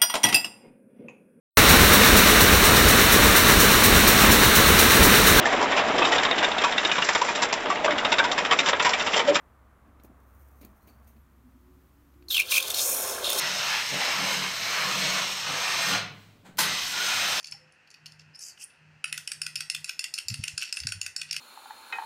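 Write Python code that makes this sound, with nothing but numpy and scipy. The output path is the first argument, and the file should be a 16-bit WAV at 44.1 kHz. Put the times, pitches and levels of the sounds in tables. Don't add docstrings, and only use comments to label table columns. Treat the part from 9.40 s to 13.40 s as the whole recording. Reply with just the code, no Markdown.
import sys
import numpy as np
from scipy import signal
from scipy.fft import rfft, irfft
from scipy.io import wavfile

SR = 44100
rng = np.random.default_rng(int(sys.argv[2]) if len(sys.argv) > 2 else 0)


def pcm_store(signal):
    levels = np.round(np.clip(np.atleast_2d(signal), -1, 1) * 32767)
    wavfile.write(sys.argv[1], SR, levels.astype(np.int16).T)


N = 176400
T = np.arange(N) / SR


def amp(db):
    return 10 ** (np.asarray(db) / 20)

def unit(x):
    return x / np.sqrt(np.mean(x ** 2) + 1e-20)

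def fader(points):
    rows = np.array(points)
    return amp(np.interp(T, rows[:, 0], rows[:, -1], left=-120))

def equalise(x, curve):
    hz, db = np.transpose(curve)
    log_hz = np.log(np.fft.rfftfreq(N, 1 / SR) + 1)
    outside = np.maximum(np.log(hz[0]) - log_hz, 0) + np.maximum(log_hz - np.log(hz[-1]), 0)
    gain = amp(np.interp(log_hz, np.log(hz), db) - 60 * outside)
    return unit(irfft(rfft(x) * gain, N))

def noise(curve):
    return equalise(rng.standard_normal(N), curve)

def wander(rate_hz):
    rolloff = np.exp(-(np.fft.rfftfreq(N, 1 / SR) / rate_hz) ** 2)
    return unit(irfft(rfft(rng.standard_normal(N)) * rolloff, N))

def clicks(per_s, spread_db):
    hits = (rng.random(N) < per_s / SR) * rng.choice([-1, 1], N)
    return unit(hits * amp(spread_db * np.minimum(rng.exponential(1, N), 4.5)))

def tone(points, jitter, rate_hz):
    times, hz, _ = np.transpose(points)
    pitch = np.interp(T, times, hz) * (1 + jitter * wander(rate_hz))
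    release = np.clip((times[-1] - T) / .02, 0, 1)
    return np.sqrt(2) * release * fader(points) * np.sin(2 * np.pi * np.cumsum(pitch) / SR)

def add(mix, start_s, sound):
    part = mix[max(round(start_s * SR), 0):][:len(sound)]
    part += sound[:len(part)]


# frequency in Hz, gain in dB.
AIR_EQ = [(22, -28), (40, -4.5), (64, -1.5), (87, -0.5), (161, -9), (263, -9), (416, -19), (775, -22),
          (1160, -19), (4870, -40.5), (15000, -38)]
HISS_EQ = [(2500, -10), (5000, -9), (9500, -12), (10500, -13), (12500, -3), (15500, -8.5)]
RUSH_EQ = [(300, -6), (650, -1.5), (850, -3.5), (1150, 1), (1550, -6.5), (2200, -16), (3500, -40)]
# time in seconds, level in dB.
HISS_FADER = [(0, -107), (1.6, -88), (2.3, -76.5)]
RUSH_FADER = [(0, -65.5), (1.62, -66.5), (1.85, -77), (2.2, -79)]

def room_tone():
    air = amp(-61.5) * noise(AIR_EQ)
    return air + fader(HISS_FADER) * noise(HISS_EQ) + fader(RUSH_FADER) * noise(RUSH_EQ)

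# time in seconds, level in dB.
HUM_FADER = [(0, -65.5), (.7, -58), (1.25, -55.5), (1.4, -66), (1.6, -57.5), (1.8, -57), (1.9, -64.5),
             (2.3, -58.5), (2.551, -65), (2.8, -56), (3.05, -68), (4, -65)]

def hum(pitch_hz=64.8):
    return tone([(s, pitch_hz, db) for s, db in HUM_FADER], jitter=.024, rate_hz=5.3)

# peak time in seconds, decay in seconds, thud, scrape and grit levels in dB.
TOUCH_HITS = [(0.47, 0.059, -56.5, -79, -88), (0.599, 0.0046, -59, -58.5, -68),
              (0.636, 0.002, -54, -78, -51), (0.646, 0.013, -47.5, -67, -57.5),
              (0.705, 0.039, -54, -91, -88), (0.803, .002, -78, -85, -63),
              (1.214, 0.0082, -51.5, -59.5, -51.5), (1.232, 0.027, -48, -61, -69),
              (1.249, 0.0033, -61, -63, -47.5), (1.476, 0.025, -54.5, -61.5, -59.5),
              (1.676, 0.029, -76, -67.5, -61.5), (1.766, 0.0043, -66, -66, -85),
              (2.741, .003, -75, -62, -79), (2.825, 0.0012, -78, -50, -92)]
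# frequency in Hz, gain in dB.
THUD_EQ = [(130, -12.5), (250, 3.5), (350, -4), (480, -17.5), (640, -7.5), (1000, -28)]
SCRAPE_EQ = [(400, 7), (950, -3), (1500, -9), (2400, 4), (3300, -7), (4300, -2), (5000, -11), (12000, -32)]
GRIT_EQ = [(5000, -9.5), (6400, -2), (7800, -10.5), (9100, 0), (10500, -7.5), (12800, 4), (15500, 2)]

def touches(attack_share=.17):
    thud = noise(THUD_EQ)
    scrape = equalise(clicks(per_s=8600, spread_db=4.8), SCRAPE_EQ)
    grit = equalise(clicks(per_s=6000, spread_db=3), GRIT_EQ)
    out = np.zeros(N)
    for peak_s, decay_s, thud_db, scrape_db, grit_db in TOUCH_HITS:
        age = (T - peak_s) / decay_s
        envelope = np.exp(-np.maximum(age, -age / attack_share))
        out += envelope * (amp(thud_db) * thud + amp(scrape_db) * scrape + amp(grit_db) * grit)
    return out

# time in seconds, level in dB.
SLIDE_FADER = [(.7, -88), (.87, -78), (1.0, -69), (1.19, -74.5), (1.62, -74.5), (1.9, -83)]

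def tongs_slide():
    patches = amp(2.2 * wander(rate_hz=36))
    return fader(SLIDE_FADER) * patches * equalise(clicks(per_s=7200, spread_db=4.5), GRIT_EQ)

# time in seconds, pitch in Hz, level in dB.
ENGINE_GROWL = [(1.2, 205, -66), (1.74, 225, -63.5), (1.88, 236, -70), (2.1, 248, -59), (2.45, 272, -68.5),
                (2.97, 312, -65.5)]
ENGINE_WHINE = [(2.15, 348, -78.5), (2.3, 360, -63.5), (2.55, 380, -80.5), (2.68, 350, -84.5),
                (2.82, 356, -60), (3.05, 368, -67)]

def far_engine():
    growl = tone(ENGINE_GROWL, jitter=.036, rate_hz=47)
    roughness = unit(1 + .8 * wander(rate_hz=20))
    return growl * roughness + tone(ENGINE_WHINE, jitter=.0049, rate_hz=25)

# time in seconds, pitch in Hz, level in dB.
RASP_GLIDE = [(1.41, 4100, -85), (1.484, 4400, -79), (1.495, 4530, -63), (1.508, 4500, -81),
              (1.68, 4600, -93)]
SQUEAK_GLIDE = [(1.765, 12550, -83), (1.8, 12100, -77), (1.85, 11000, -80)]

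def tongs_squeaks():
    rasp = tone(RASP_GLIDE, jitter=.028, rate_hz=360) * wander(rate_hz=150)
    return rasp + tone(SQUEAK_GLIDE, jitter=.006, rate_hz=900)

def bubble_cloud(low_hz, high_hz, sizes, per_s, cycles, glide, spread_db):
    out = np.zeros(N)
    for hz in np.geomspace(low_hz, high_hz, sizes):
        age = np.arange(0, 1, hz / cycles / SR)
        envelope = np.sin(np.pi * age ** .61) ** 2
        ping = envelope * np.sin(2 * np.pi * cycles * (age + glide * age * (age - 1)))
        out += signal.oaconvolve(clicks(per_s / sizes, spread_db), ping * hz)[:N]
    return unit(out)

# time in seconds, level in dB.
BOIL_FADER = [(2.88, -69), (2.97, -54.5), (3.07, -52.5), (3.17, -46), (3.33, -43), (3.6, -37.5),
              (3.85, -38), (3.96, -35)]
# frequency in Hz, gain in dB.
BOIL_EQ = [(80, -8), (160, -8), (290, -9.5), (385, -2), (450, -5), (510, 3.5), (600, -0.5), (780, -1),
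           (1100, -4), (1500, -5), (1950, -11), (2500, -10), (4000, -3), (8000, -57)]

def boil():
    cloud = bubble_cloud(222.7, 2517, sizes=26, per_s=2500, cycles=9.54, glide=.044, spread_db=.5)
    return fader(BOIL_FADER) * equalise(cloud + 1.13 * rng.standard_normal(N), BOIL_EQ)

# time in seconds, relative level in dB.
SIZZLE_FADER = [(2.883, -55), (2.898, -46.5), (2.909, -33.5), (2.975, -39.5), (3.0, -40), (3.035, -49),
                (3.092, -43), (3.112, -25), (3.183, -29.5), (3.195, -38), (3.335, -39), (3.385, -29.5),
                (3.49, -27.5), (3.625, -31), (3.72, -33.5), (3.825, -42), (3.85, -34.5), (3.935, -32.5),
                (3.96, -34), (4.0, -25)]
# frequency in Hz, gain in dB.
PLUNGE_EQ = [(700, -23), (1150, -4.5), (1850, -10), (2650, -8.5), (4500, -2.5), (5840, 2), (6920, 0),
             (7600, -4.5), (8200, -2), (9660, 1.5), (10400, -6.5), (12300, -1), (14000, -1.5), (15800, -4)]
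UNDER_EQ = [(2400, -9), (3000, -20), (3700, -19), (4750, -17), (5750, 3), (6200, -6.5), (6700, 5.5),
            (7400, -10.5), (8300, -0.5), (9600, 1.5), (10300, -7.5), (11500, -0.5), (13900, -2.5),
            (15800, -6.5)]
SETTLING_EQ = [(2650, -15), (4700, -10), (5350, -0.5), (6100, -3), (6650, 1), (7450, -7), (9600, -1),
               (10400, -8), (12100, -5.5), (15800, -10)]

def sizzle(filled_s=2.97, fill_s=.069, under_s=3.355, settled_s=3.656, crossfade_s=.11):
    fizz = unit(clicks(per_s=11000, spread_db=2) + .78 * rng.standard_normal(N))
    plunge = equalise(fizz, PLUNGE_EQ)
    body = signal.sosfiltfilt(signal.butter(2, 2100, fs=SR, output="sos"), plunge)
    plunge -= np.clip((filled_s - T) / fill_s, 0, 1) * body
    under, settled = (np.clip((T - s) / crossfade_s + .5, 0, 1) for s in (under_s, settled_s))
    hiss = (1 - under) * plunge + (under - settled) * equalise(fizz, UNDER_EQ)
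    hiss += settled * equalise(fizz, SETTLING_EQ)
    flicker_db = 1.36 * wander(rate_hz=100)
    return amp(flicker_db - .5) * fader(SIZZLE_FADER) * hiss

# time in seconds, level in dB.
SWARM_FADER = [(2.885, -87), (2.91, -33), (2.97, -30.5), (3.01, -38), (3.045, -50), (3.09, -40),
               (3.12, -30), (3.18, -35), (3.33, -42), (3.39, -42), (3.45, -46), (3.82, -48), (3.85, -31.5),
               (3.94, -36), (4, -30)]
# frequency in Hz, gain in dB.
SWARM_EQ = [(2050, -25), (2400, -8), (3000, -2.5), (3700, 1), (4200, -2), (4800, -5.5), (6500, -27)]

def bubble_swarm():
    cloud = bubble_cloud(2300, 5070, sizes=14, per_s=1600, cycles=13, glide=-.14, spread_db=1.5)
    return fader(SWARM_FADER) * equalise(cloud, SWARM_EQ)

# peak time in seconds, length in seconds, pitch in Hz, relative level in dB.
STEAM_CHIRPS = [(2.886, 0.0024, 4130, -30.5), (2.9073, .007, 3750, -20), (2.913, .004, 3450, -21.5),
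                (2.9458, .003, 3237, -14.5), (2.9517, 0.0096, 3100, -16), (2.9585, .003, 2860, -30),
                (2.9673, .007, 2810, -15), (2.971, 0.0083, 3390, -19.5), (2.9804, .005, 2654, -11.5),
                (2.996, 0.0065, 2482, -16), (3.001, .006, 2395, -11), (3.009, .005, 2560, -17),
                (3.0205, 0.0045, 2695, -21.5), (3.122, .005, 2800, -16.5), (3.1266, 0.0084, 2374, -15),
                (3.143, 0.0073, 2503, -16), (3.1545, 0.0023, 2550, -14.5), (3.163, 0.0068, 3130, -17),
                (3.1708, 0.0068, 2390, -13), (3.180, 0.0048, 2563, -12), (3.183, .005, 2514, -12),
                (3.203, 0.0038, 3450, -21), (3.228, .004, 3475, -20.5), (3.279, 0.0033, 3840, -23),
                (3.3087, 0.0034, 3610, -17.5), (3.345, .004, 3856, -18.5), (3.387, 0.0041, 3735, -22),
                (3.3943, 0.0063, 3710, -20), (3.846, 0.0031, 3810, -17.5), (3.869, 0.005, 3740, -18.5),
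                (3.894, 0.0037, 3660, -18), (3.906, 0.0051, 3486, -21.5), (3.923, 0.0028, 3580, -17)]

def steam_bubbles(sag_per_length=.062, roughness=.3, chirp_db=-3, spray_db=-17):
    chirps, spray = np.zeros(N), np.zeros(N)
    flutter = .035 * wander(rate_hz=660)
    for peak_s, length_s, hz, db in STEAM_CHIRPS:
        age = np.arange(-2 * length_s, 2 * length_s, 1 / SR) / length_s
        swell = amp(db) * np.exp(-(age / .57) ** 2)
        own_flutter = np.roll(flutter, -round(peak_s * SR))[:len(age)]
        pitch = hz * (1 - sag_per_length * age + own_flutter)
        start_s = peak_s - 2 * length_s
        add(chirps, start_s, swell * np.sin(2 * np.pi * np.cumsum(pitch) / SR))
        add(spray, start_s, swell)
    chirps *= (1 + roughness * wander(rate_hz=700)) / np.sqrt(1 + roughness ** 2)
    chirps = signal.sosfiltfilt(signal.butter(10, 2120, "high", fs=SR, output="sos"), chirps)
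    return amp(chirp_db) * chirps + amp(spray_db) * spray * noise(PLUNGE_EQ)

# time in seconds, pitch in Hz, level in dB.
WHISTLE_GLIDE = [(2.908, 12750, -39), (2.927, 13150, -32), (2.94, 13450, -36), (3.0, 14900, -48)]

def steam_whistle():
    return tone(WHISTLE_GLIDE, jitter=.009, rate_hz=650)

# peak time in seconds, level in dB.
SPURT_HITS = [(3.206, -29.5), (3.228, -30), (3.283, -29), (3.304, -24.5), (3.316, -30.5), (3.347, -27.5),
              (3.903, -24.5), (3.932, -25)]

def steam_spurts(width_s=.0029):
    envelope = sum(amp(db) * np.exp(-((T - s) / width_s) ** 2) for s, db in SPURT_HITS)
    return envelope * noise(PLUNGE_EQ)

# time in seconds, centre frequency in Hz, level in dB.
SINGING_GLIDE = [(3.335, 4803, -40), (3.375, 5170, -30.5), (3.43, 6170, -30.5), (3.5, 8270, -37),
                 (3.63, 12670, -40)]

def singing_hiss():
    return tone(SINGING_GLIDE, jitter=.08, rate_hz=760) * wander(rate_hz=2200)

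def echoes(x, t60_s, predelay_s):
    t = T[:SR // 2]
    taps = rng.standard_normal(len(t)) * (rng.random(len(t)) < 4000 / SR)
    taps *= (t > predelay_s) * amp(-60 * t / t60_s)
    return signal.fftconvolve(x, taps / (np.linalg.norm(taps) + 1e-12))[:N]

def scene():
    quench = steam_bubbles() + sizzle() + singing_hiss() + steam_spurts()
    quench += bubble_swarm() + boil() + steam_whistle()
    bucket = amp(-8.5) * echoes(quench, t60_s=.022, predelay_s=.0008)
    near = quench + bucket + touches() + tongs_slide() + tongs_squeaks()
    room = amp(-11.5) * echoes(near, t60_s=.13, predelay_s=.005)
    ambience = hum() + far_engine() + room_tone()
    return (near + room + ambience)[None]

def record(dry):
    high_cut = signal.firwin(601, 15830, window=("kaiser", 9), fs=SR)
    return signal.oaconvolve(dry, high_cut[None], "same")


dry = scene()
out = record(dry)
pcm_store(out)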